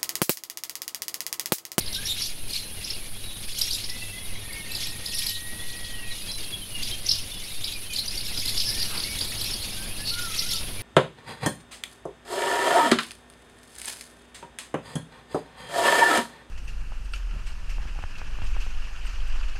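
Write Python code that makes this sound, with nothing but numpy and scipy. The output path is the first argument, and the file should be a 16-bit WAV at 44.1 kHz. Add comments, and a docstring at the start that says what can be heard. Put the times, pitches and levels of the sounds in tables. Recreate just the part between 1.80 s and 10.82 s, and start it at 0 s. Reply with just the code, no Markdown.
"""Small birds close by twitter in steep, husky chirps over river hiss at misty dawn; a crowd of others
chatters further off and a few whistle lower down. Each call is a gliding tone under a swell, plus echoes.
The river is two bands of shaped noise; the mains hum is two wavering sines.
Slow air on the microphone is noise below about 15 Hz."""
import sys
import numpy as np
from scipy import signal
from scipy.fft import rfft, irfft
from scipy.io import wavfile
from scipy.ndimage import uniform_filter1d

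SR = 44100
rng = np.random.default_rng(int(sys.argv[2]) if len(sys.argv) > 2 else 0)


def wrap_up_sound(samples):
    """Save the sound to the file named by the first command line argument, as 16-bit audio."""
    columns = np.atleast_2d(samples).T
    # keep every value between -1 and 1, then stretch to whole-number steps
    tamed = np.clip(columns, -1, 1)
    steps = np.round(tamed * 32767).astype(np.int16)
    wavfile.write(sys.argv[1], SR, steps)


N = 397782


def from_db(db):
    """Decibels to amplitude gain."""
    return 10 ** (np.asarray(db) / 20)


def rms_one(x):
    """Scale to rms 1."""
    return x / np.sqrt(np.mean(x ** 2) + 1e-20)


def in_time(rows):
    """Interpolate each column of a curve to one value a sample; the first column is time."""
    time_s, *columns = np.transpose(rows)
    return [np.interp(np.arange(N) / SR, time_s, column) for column in columns]


def drift(rate_hz):
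    """Slow chance: white noise twice through a one-pole low-pass, rms 1."""
    pole = np.exp(-2 * np.pi * rate_hz / SR)
    white = rng.standard_normal(N + SR)
    settled = signal.lfilter([1], [1, -2 * pole, pole * pole], white)[SR:]
    return rms_one(settled)


def coloured(spectrum):
    """Steady noise with the given spectrum, rms 1."""
    hz = np.arange(1, N // 2 + 2) * SR / N
    point_hz, point_db = np.transpose(spectrum)
    shape = from_db(np.interp(np.log(hz), np.log(point_hz), point_db))
    return rms_one(irfft(rfft(rng.standard_normal(N)) * shape, N))


def scatter(x, t60_s, size=22050):
    """Trees and banks return a dense smear of echoes that dies away; energy 1."""
    decay = from_db(-60 * np.arange(size) / SR / t60_s)
    tail = rng.standard_normal(size) * decay
    return signal.fftconvolve(x, tail / np.sqrt(np.sum(tail ** 2)))[:N]


AIR_DB, AIR_HZ = -33.5, 5.4   # rms before the low-pass; corner of the drift


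def air():
    """Slow pressure swings on the microphone, mostly below hearing."""
    low_pass = signal.butter(4, 15, fs=SR, output="sos")
    return from_db(AIR_DB) * signal.sosfilt(low_pass, drift(AIR_HZ))


# mains harmonics: pitch_hz, peak_db (against the rush level)
HUM = [(100, -7.5), (200, -16.5)]


def hum(rush_db):
    """Mains hum, wavering a little in level and phase; it swells with the rush."""
    t = np.arange(N) / SR
    out = np.zeros(N)
    for pitch_hz, peak_db in HUM:
        level_db = peak_db + rush_db + 2.54 * drift(5.0)
        phase_rad = 2 * np.pi * pitch_hz * t + 1.64 * drift(2.66)
        out += from_db(level_db) * np.sin(phase_rad)
    return out


# low rush spectrum: freq_hz, density_db (relative, per Hz)
RUSH = [(12, -19), (20, 5.5), (34, -10), (60, -12), (105, -13), (145, -17), (206, -18.5), (1290, -31),
        (3560, -27), (4800, -28), (7500, -47), (9750, -88), (16500, -120)]
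# high hiss spectrum: freq_hz, density_db (relative, per Hz)
HISS = [(4120, -28), (7000, -39), (7410, -12.5), (7840, -13), (9520, 7), (10800, 6.5), (12000, -3),
        (13000, -7.5), (15600, -11)]


def river(rush_db, hiss_db):
    """Moving water: low rush and high hiss, two noise bands flickering separately in level."""
    rush = from_db(rush_db + 1.85 * drift(25.0)) * coloured(RUSH)
    hiss = from_db(hiss_db + 1.1 * drift(12)) * coloured(HISS)
    return rush + hiss


# overtone transmission by overtone pitch: freq_hz, gain_db
OVERTONES = [(6000, 8), (8000, -1.5), (10000, -0.5), (12000, 7.5), (14500, -41)]
LEVELS_OFF_MS = 1.72   # past the peak, the glide flattens on this time scale
LOWER_VOICE = .79   # pitch ratio, second side of the syrinx to the first


def chirps(peak_s, pitch_hz, peak_db, overtones_db, swell_s, glide_hz_per_ms, rough_hz, lower_db=-60, size=960):
    """Gliding tones, two overtones, bell-shaped swell; the syrinx flutters and its other side sounds lower."""
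    step = (np.arange(size) - size * 5 // 8)[:, None]   # samples from the peak
    at = np.clip((peak_s * SR).astype(int) + step, 0, N - 1)
    ms = step * 1000 / SR
    glide_ms = np.where(ms < 0, ms, LEVELS_OFF_MS * np.tanh(ms / LEVELS_OFF_MS))
    flutter_hz = rough_hz * drift(600)[at]
    hz = np.maximum(pitch_hz + glide_hz_per_ms * glide_ms + flutter_hz, 500)
    phase = 2 * np.pi * np.cumsum(hz, axis=0) / SR
    tone = np.sin(phase) + from_db(lower_db) * np.sin(LOWER_VOICE * phase)
    for multiple in (2, 3):
        colour_db = np.interp(multiple * hz, *np.transpose(OVERTONES), right=-60)
        tone = tone + from_db(overtones_db + colour_db) * np.sin(multiple * phase)
    width_s = swell_s * np.where(step < 0, 1.9, 1.15)   # rises more slowly than it falls
    swell = np.exp(-.5 * (step / SR / width_s) ** 2)
    notes = from_db(peak_db) * swell * tone
    return np.bincount(at.ravel(), notes.ravel(), N)


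def songsters(rush_db, count=300):
    """Faint, blurred short whistles slur gently up or down at random moments; level follows the rush."""
    pitch_draw, level_draw, glide_draw = rng.standard_normal((count, 3)).T
    at = rng.integers(0, N, count)
    pitch_hz = 2800 * np.exp(.23 * np.clip(pitch_draw, -1.6, 1.5))
    peak_db = rush_db[at] - 12.5 + 1.5 * level_draw
    notes = chirps(at / SR, pitch_hz, peak_db, overtones_db=-49, swell_s=0.011,
                   glide_hz_per_ms=9.7 * glide_draw, rough_hz=70.0, size=3000)
    return notes + from_db(2.0) * scatter(notes, 0.11)


# short slurred whistles: start_s, length_s, from_hz, to_hz, level_db, swell_db (change along the note)
WHISTLES = [(0.156, 0.13, 1496, 1864, -49, -8), (0.785, 0.1, 4144, 4080, -48, -9),
            (1.436, 0.25, 3890, 3780, -50.5, -18), (1.494, 0.095, 3480, 3530, -49, -10),
            (2.08, 0.21, 1983, 2000, -50.5, -2), (2.207, 0.15, 2670, 2660, -48.5, -8),
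            (2.323, 0.15, 2000, 2110, -48, -5), (2.37, 0.062, 3340, 3330, -48, -1),
            (2.73, 0.092, 2200, 2180, -47, 4), (2.889, 0.068, 2620, 2670, -45, -2),
            (3.48, .1, 3000, 3050, -48, -11), (3.79, 0.12, 3400, 3580, -48, -4),
            (4.096, 0.2, 3250, 2430, -47.5, -1), (4.303, 0.046, 4200, 3560, -40, 6),
            (4.474, 0.055, 3270, 3360, -46, -5), (4.488, 0.099, 4080, 3990, -42, -13),
            (4.718, 0.048, 3370, 3310, -39, -1), (4.81, 0.039, 3140, 3080, -43.5, 0),
            (4.896, 0.12, 2960, 2770, -41.5, 7), (5.12, 0.05, 3160, 3180, -42, -15),
            (5.51, 0.088, 3620, 3380, -45, -5), (5.529, 0.1, 2900, 3100, -48, -8),
            (5.663, 0.21, 3810, 3530, -48, 4), (5.919, 0.072, 2580, 2310, -45.5, 4),
            (6.045, 0.11, 3120, 3034, -45, 12), (6.09, 0.054, 2540, 2390, -42, 2),
            (6.86, 0.18, 1693, 1890, -49, -1), (7.236, 0.116, 2170, 2300, -46, 7),
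            (7.966, 0.1, 1530, 1600, -50, -3), (8.187, 0.079, 1690, 1740, -48, -7)]
# long level whistle: time_s, pitch_hz, level_db
LEVEL_WHISTLE = [(2.62, 1830, -53), (3.6, 1895, -50), (3.95, 1920, -50), (4.34, 1895, -49.5)]
# long wavering whistle: time_s, pitch_hz, level_db
WAVERING_WHISTLE = [(8.31, 1383, -51), (8.409, 1443, -39.5), (8.499, 1308, -45.5), (8.56, 1273, -55),
                    (8.68, 1450, -54), (8.78, 1294, -50)]
# quick falling pip of one bird: length_s, from_hz, to_hz, level_db, swell_db
PIP = (.018, 2330, 1930, -41, 2)
PIP_FIRST_S, PIP_EVERY_S = 2.549, .1535


def whistle_curves(pip_count=4):
    """Short whistles slide straight between two pitches and levels; long ones follow their curves."""
    pips = [(PIP_FIRST_S + k * PIP_EVERY_S, *PIP) for k in range(pip_count)]
    curves = []
    for start_s, length_s, from_hz, to_hz, level_db, swell_db in WHISTLES + pips:
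        start = (start_s, from_hz, level_db - swell_db / 2)
        end = (start_s + length_s, to_hz, level_db + swell_db / 2)
        curves.append([start, end])
    return curves + [LEVEL_WHISTLE, WAVERING_WHISTLE]


def whistles(throb_db=3.2):
    """Near-pure tones on their pitch curves, throbbing unevenly, with soft ends and echoes."""
    out, t = np.zeros(N), np.arange(N) / SR
    waver = from_db(0.06 * drift(90))   # pitch ratio
    for rows in whistle_curves():
        hz, level_db = in_time(rows)
        edge_s = np.minimum(t - rows[0][0], rows[-1][0] - t)
        ends = np.clip(edge_s / 0.007, 0, 1)
        tone = np.sqrt(2) * np.sin(2 * np.pi * np.cumsum(hz * waver) / SR)   # rms 1
        out += ends * from_db(level_db) * tone
    throb = drift(41)
    quick = rms_one(throb - uniform_filter1d(throb, size=SR // 16))   # slow part removed
    out *= from_db(throb_db * quick)
    return out + from_db(-6.5) * scatter(out, .25)


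# bouts of far chatter: middle_s, half_length_s (power falls to 1/e), level_db
BOUTS = [(0.26, 0.032, -35), (0.432, 0.044, -28.5), (0.762, 0.043, -33.5), (1.082, 0.056, -37.5),
         (1.859, 0.13, -32.5), (2.147, 0.124, -41.5), (3.01, 0.082, -33.5), (3.419, 0.11, -30),
         (3.965, 0.11, -42.5), (4.372, 0.061, -39.5), (4.556, 0.11, -39), (5.073, 0.065, -34.5),
         (5.34, 0.077, -34.5), (5.685, 0.247, -39), (6.171, 0.031, -32.5), (6.849, 0.41, -32),
         (7.65, 0.29, -33.5), (8.397, 0.17, -34), (8.595, .06, -31), (8.737, 0.049, -30.5)]
LULL_DB, LULL_HZ, EAGER_HZ_PER_DB = -46, 3450, 62   # between bouts; pitch rise with level


def chatter_effort():
    """Bouts swell and fade like a bell over a steady lull; pitch rises with level."""
    t = np.arange(N) / SR
    power = from_db(LULL_DB) ** 2
    for middle_s, half_length_s, bout_db in BOUTS:
        power = power + from_db(bout_db) ** 2 * np.exp(-((t - middle_s) / half_length_s) ** 2)
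    level_db = 10 * np.log10(power)
    return level_db, LULL_HZ + EAGER_HZ_PER_DB * (level_db - LULL_DB)


def chatter(count=2600, flocks=4):
    """Distant flocks: notes at random moments, spread about the middle pitch, mostly gliding up."""
    level_db, middle_hz = chatter_effort()
    out = np.zeros(N)
    for _ in range(flocks):
        pitch_draw, level_draw, glide_draw = rng.standard_normal((count // flocks, 3)).T
        at = rng.integers(0, N, count // flocks)
        pitch_hz = middle_hz[at] * np.exp(.23 * np.clip(pitch_draw, -3, 1.1))
        peak_db = level_db[at] + 2.74 * level_draw
        notes = chirps(at / SR, pitch_hz, peak_db, overtones_db=-11.0, swell_s=0.0032,
                       glide_hz_per_ms=90 + 110 * glide_draw, rough_hz=195.0)
        out += from_db(-6.5) * notes + from_db(-7) * scatter(notes, .12)
    no_lows = signal.butter(2, 1500, "high", fs=SR, output="sos")   # small throats carry no lows
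    return signal.sosfilt(no_lows, out)


# near twitter notes: peak_s, pitch_hz, peak_db, overtones_db (against the note)
TWITTER = [(0.012, 4700, -31, -21), (0.065, 4840, -30, -23), (0.083, 4310, -28, -27),
           (0.131, 5650, -29.5, -15), (0.15, 5400, -25.5, -11), (0.259, 5600, -25, -18),
           (0.273, 5300, -27, -7), (0.391, 5200, -35, -20), (0.423, 5340, -21, -11), (0.71, 4500, -31, -4),
           (0.736, 5000, -24.5, -8), (1.048, 5430, -26, -20), (1.107, 5340, -23, -26),
           (1.137, 4450, -32, -17), (1.153, 4350, -35, -17), (1.792, 4560, -29, 2.5),
           (1.818, 5250, -15, -11), (1.913, 4740, -22.5, -9), (1.933, 5600, -23.5, -11),
           (1.95, 4900, -27.5, 0), (2.045, 5180, -27, -26), (2.101, 5140, -27, -12),
           (2.733, 4600, -33.5, -5), (2.921, 4390, -30, -5.5), (2.954, 4760, -23.5, -10.5),
           (3.04, 4370, -25.5, -21), (3.072, 4250, -30, -8), (3.264, 4910, -24.5, -7),
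           (3.352, 4910, -27.5, 2.5), (3.392, 5000, -30, 5.5), (3.47, 4940, -23.5, -2.5),
           (3.498, 3980, -27.5, -6), (3.904, 4300, -34, -20), (4.049, 4300, -33, -23),
           (4.518, 5080, -27.5, -19), (4.608, 4600, -33, -20), (4.644, 4250, -33, -20),
           (5.034, 4820, -24, -13), (5.078, 3620, -31, -23), (5.116, 3900, -26, -26),
           (5.268, 6070, -22.5, -27), (5.294, 5240, -14, -22), (5.317, 5200, -13, -22),
           (5.339, 5100, -22.5, -20), (5.846, 4760, -21.5, -18), (5.925, 4050, -29, -14),
           (5.939, 4910, -29, -18), (6.139, 4500, -30.5, -1), (6.165, 4600, -22, -17),
           (6.262, 5900, -31, -15), (6.284, 4870, -23, -7.5), (6.312, 4950, -30, -17),
           (6.357, 5600, -30, -8), (6.38, 4650, -24.5, -9), (6.411, 4280, -28, -28),
           (6.469, 4700, -27, -26), (6.579, 5000, -22.5, -26), (6.6, 5070, -25, -26), (6.66, 4800, -23, -8),
           (6.684, 4550, -22, -11), (6.695, 5200, -25.5, -4), (6.757, 6900, -35, -30),
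           (6.781, 4900, -19.5, -16), (6.804, 5040, -18.5, -18), (6.823, 4570, -25, -26),
           (6.903, 5000, -23.5, -5), (7.031, 4590, -22.5, -12), (7.179, 5000, -23.5, -21),
           (7.205, 4570, -24.5, -26), (7.24, 4740, -24, -26), (7.393, 4480, -25, -7.5),
           (7.415, 4800, -20, -14), (7.618, 4570, -25, -6), (7.645, 4480, -28, -8), (7.715, 5340, -28, -5),
           (7.741, 4790, -24, -7), (8.341, 3900, -27, -17), (8.568, 4480, -33, -3), (8.595, 5170, -18, -25),
           (8.714, 5170, -24, -9), (8.737, 3640, -23, -10), (8.761, 4480, -26, -15)]
# husky, drawn-out calls: peak_s, pitch_hz, peak_db, overtones_db (against the note), swell_s (width scale)
HUSKY = [(0.161, 3690, -28, -18, 0.0099), (0.315, 3730, -24.5, -16, 0.014), (0.445, 3490, -42, -18, 0.013),
         (0.763, 4170, -22, -15, 0.0031), (1.953, 3690, -31.5, -9, 0.0095), (3.562, 3860, -33, -30, 0.0082),
         (5.887, 3570, -29, -23, 0.0066), (6.193, 4090, -18.5, -21, 0.0034),
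         (6.889, 5040, -23.5, -15, 0.012), (7.015, 4700, -24, -22, 0.012), (7.159, 1055, -40, -10, 0.028),
         (8.295, 4340, -24, -20, 0.015)]


def twitter(count=3):
    """Near birds sit on different perches, each with echoes of its own; husky calls have another."""
    notes = np.array(TWITTER)
    glide = 165 + 55 * rng.standard_normal(len(notes))   # Hz per ms
    perches = []
    for k in range(count):
        perches.append(chirps(*notes[k::count].T, swell_s=0.002, glide_hz_per_ms=glide[k::count],
                              rough_hz=206, lower_db=-10.5))
    perches.append(chirps(*np.transpose(HUSKY), glide_hz_per_ms=-7, rough_hz=269, size=8000))
    return sum(calls + from_db(-3.5) * scatter(calls, .22) for calls in perches)


# river levels: time_s, rush_db, hiss_db (before flicker)
RIVER = [(0.0, -37, -41.5), (0.27, -41.5, -41), (3.01, -40, -43), (3.39, -40.5, -39), (3.99, -40.5, -42.5),
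         (4.55, -39.5, -41.5), (6.1, -41, -42.5), (6.98, -35.5, -38), (8.14, -36.5, -40), (8.49, -39, -39),
         (9.02, -34, -38.5)]


def scene():
    """Birds with their echoes over river, hum and air."""
    rush_db, hiss_db = in_time(RIVER)
    background = air() + hum(rush_db) + river(rush_db, hiss_db)
    birds = songsters(rush_db) + whistles() + chatter() + twitter()
    return (background + birds)[None]


CUTOFF_HZ = 15730


def record(dry):
    """A steep elliptic low-pass cuts the top."""
    steep = signal.ellip(12, .5, 70, CUTOFF_HZ, fs=SR, output="sos")   # ripple, stopband in dB
    return signal.sosfilt(steep, dry)


dry = scene()
out = record(dry)
wrap_up_sound(out)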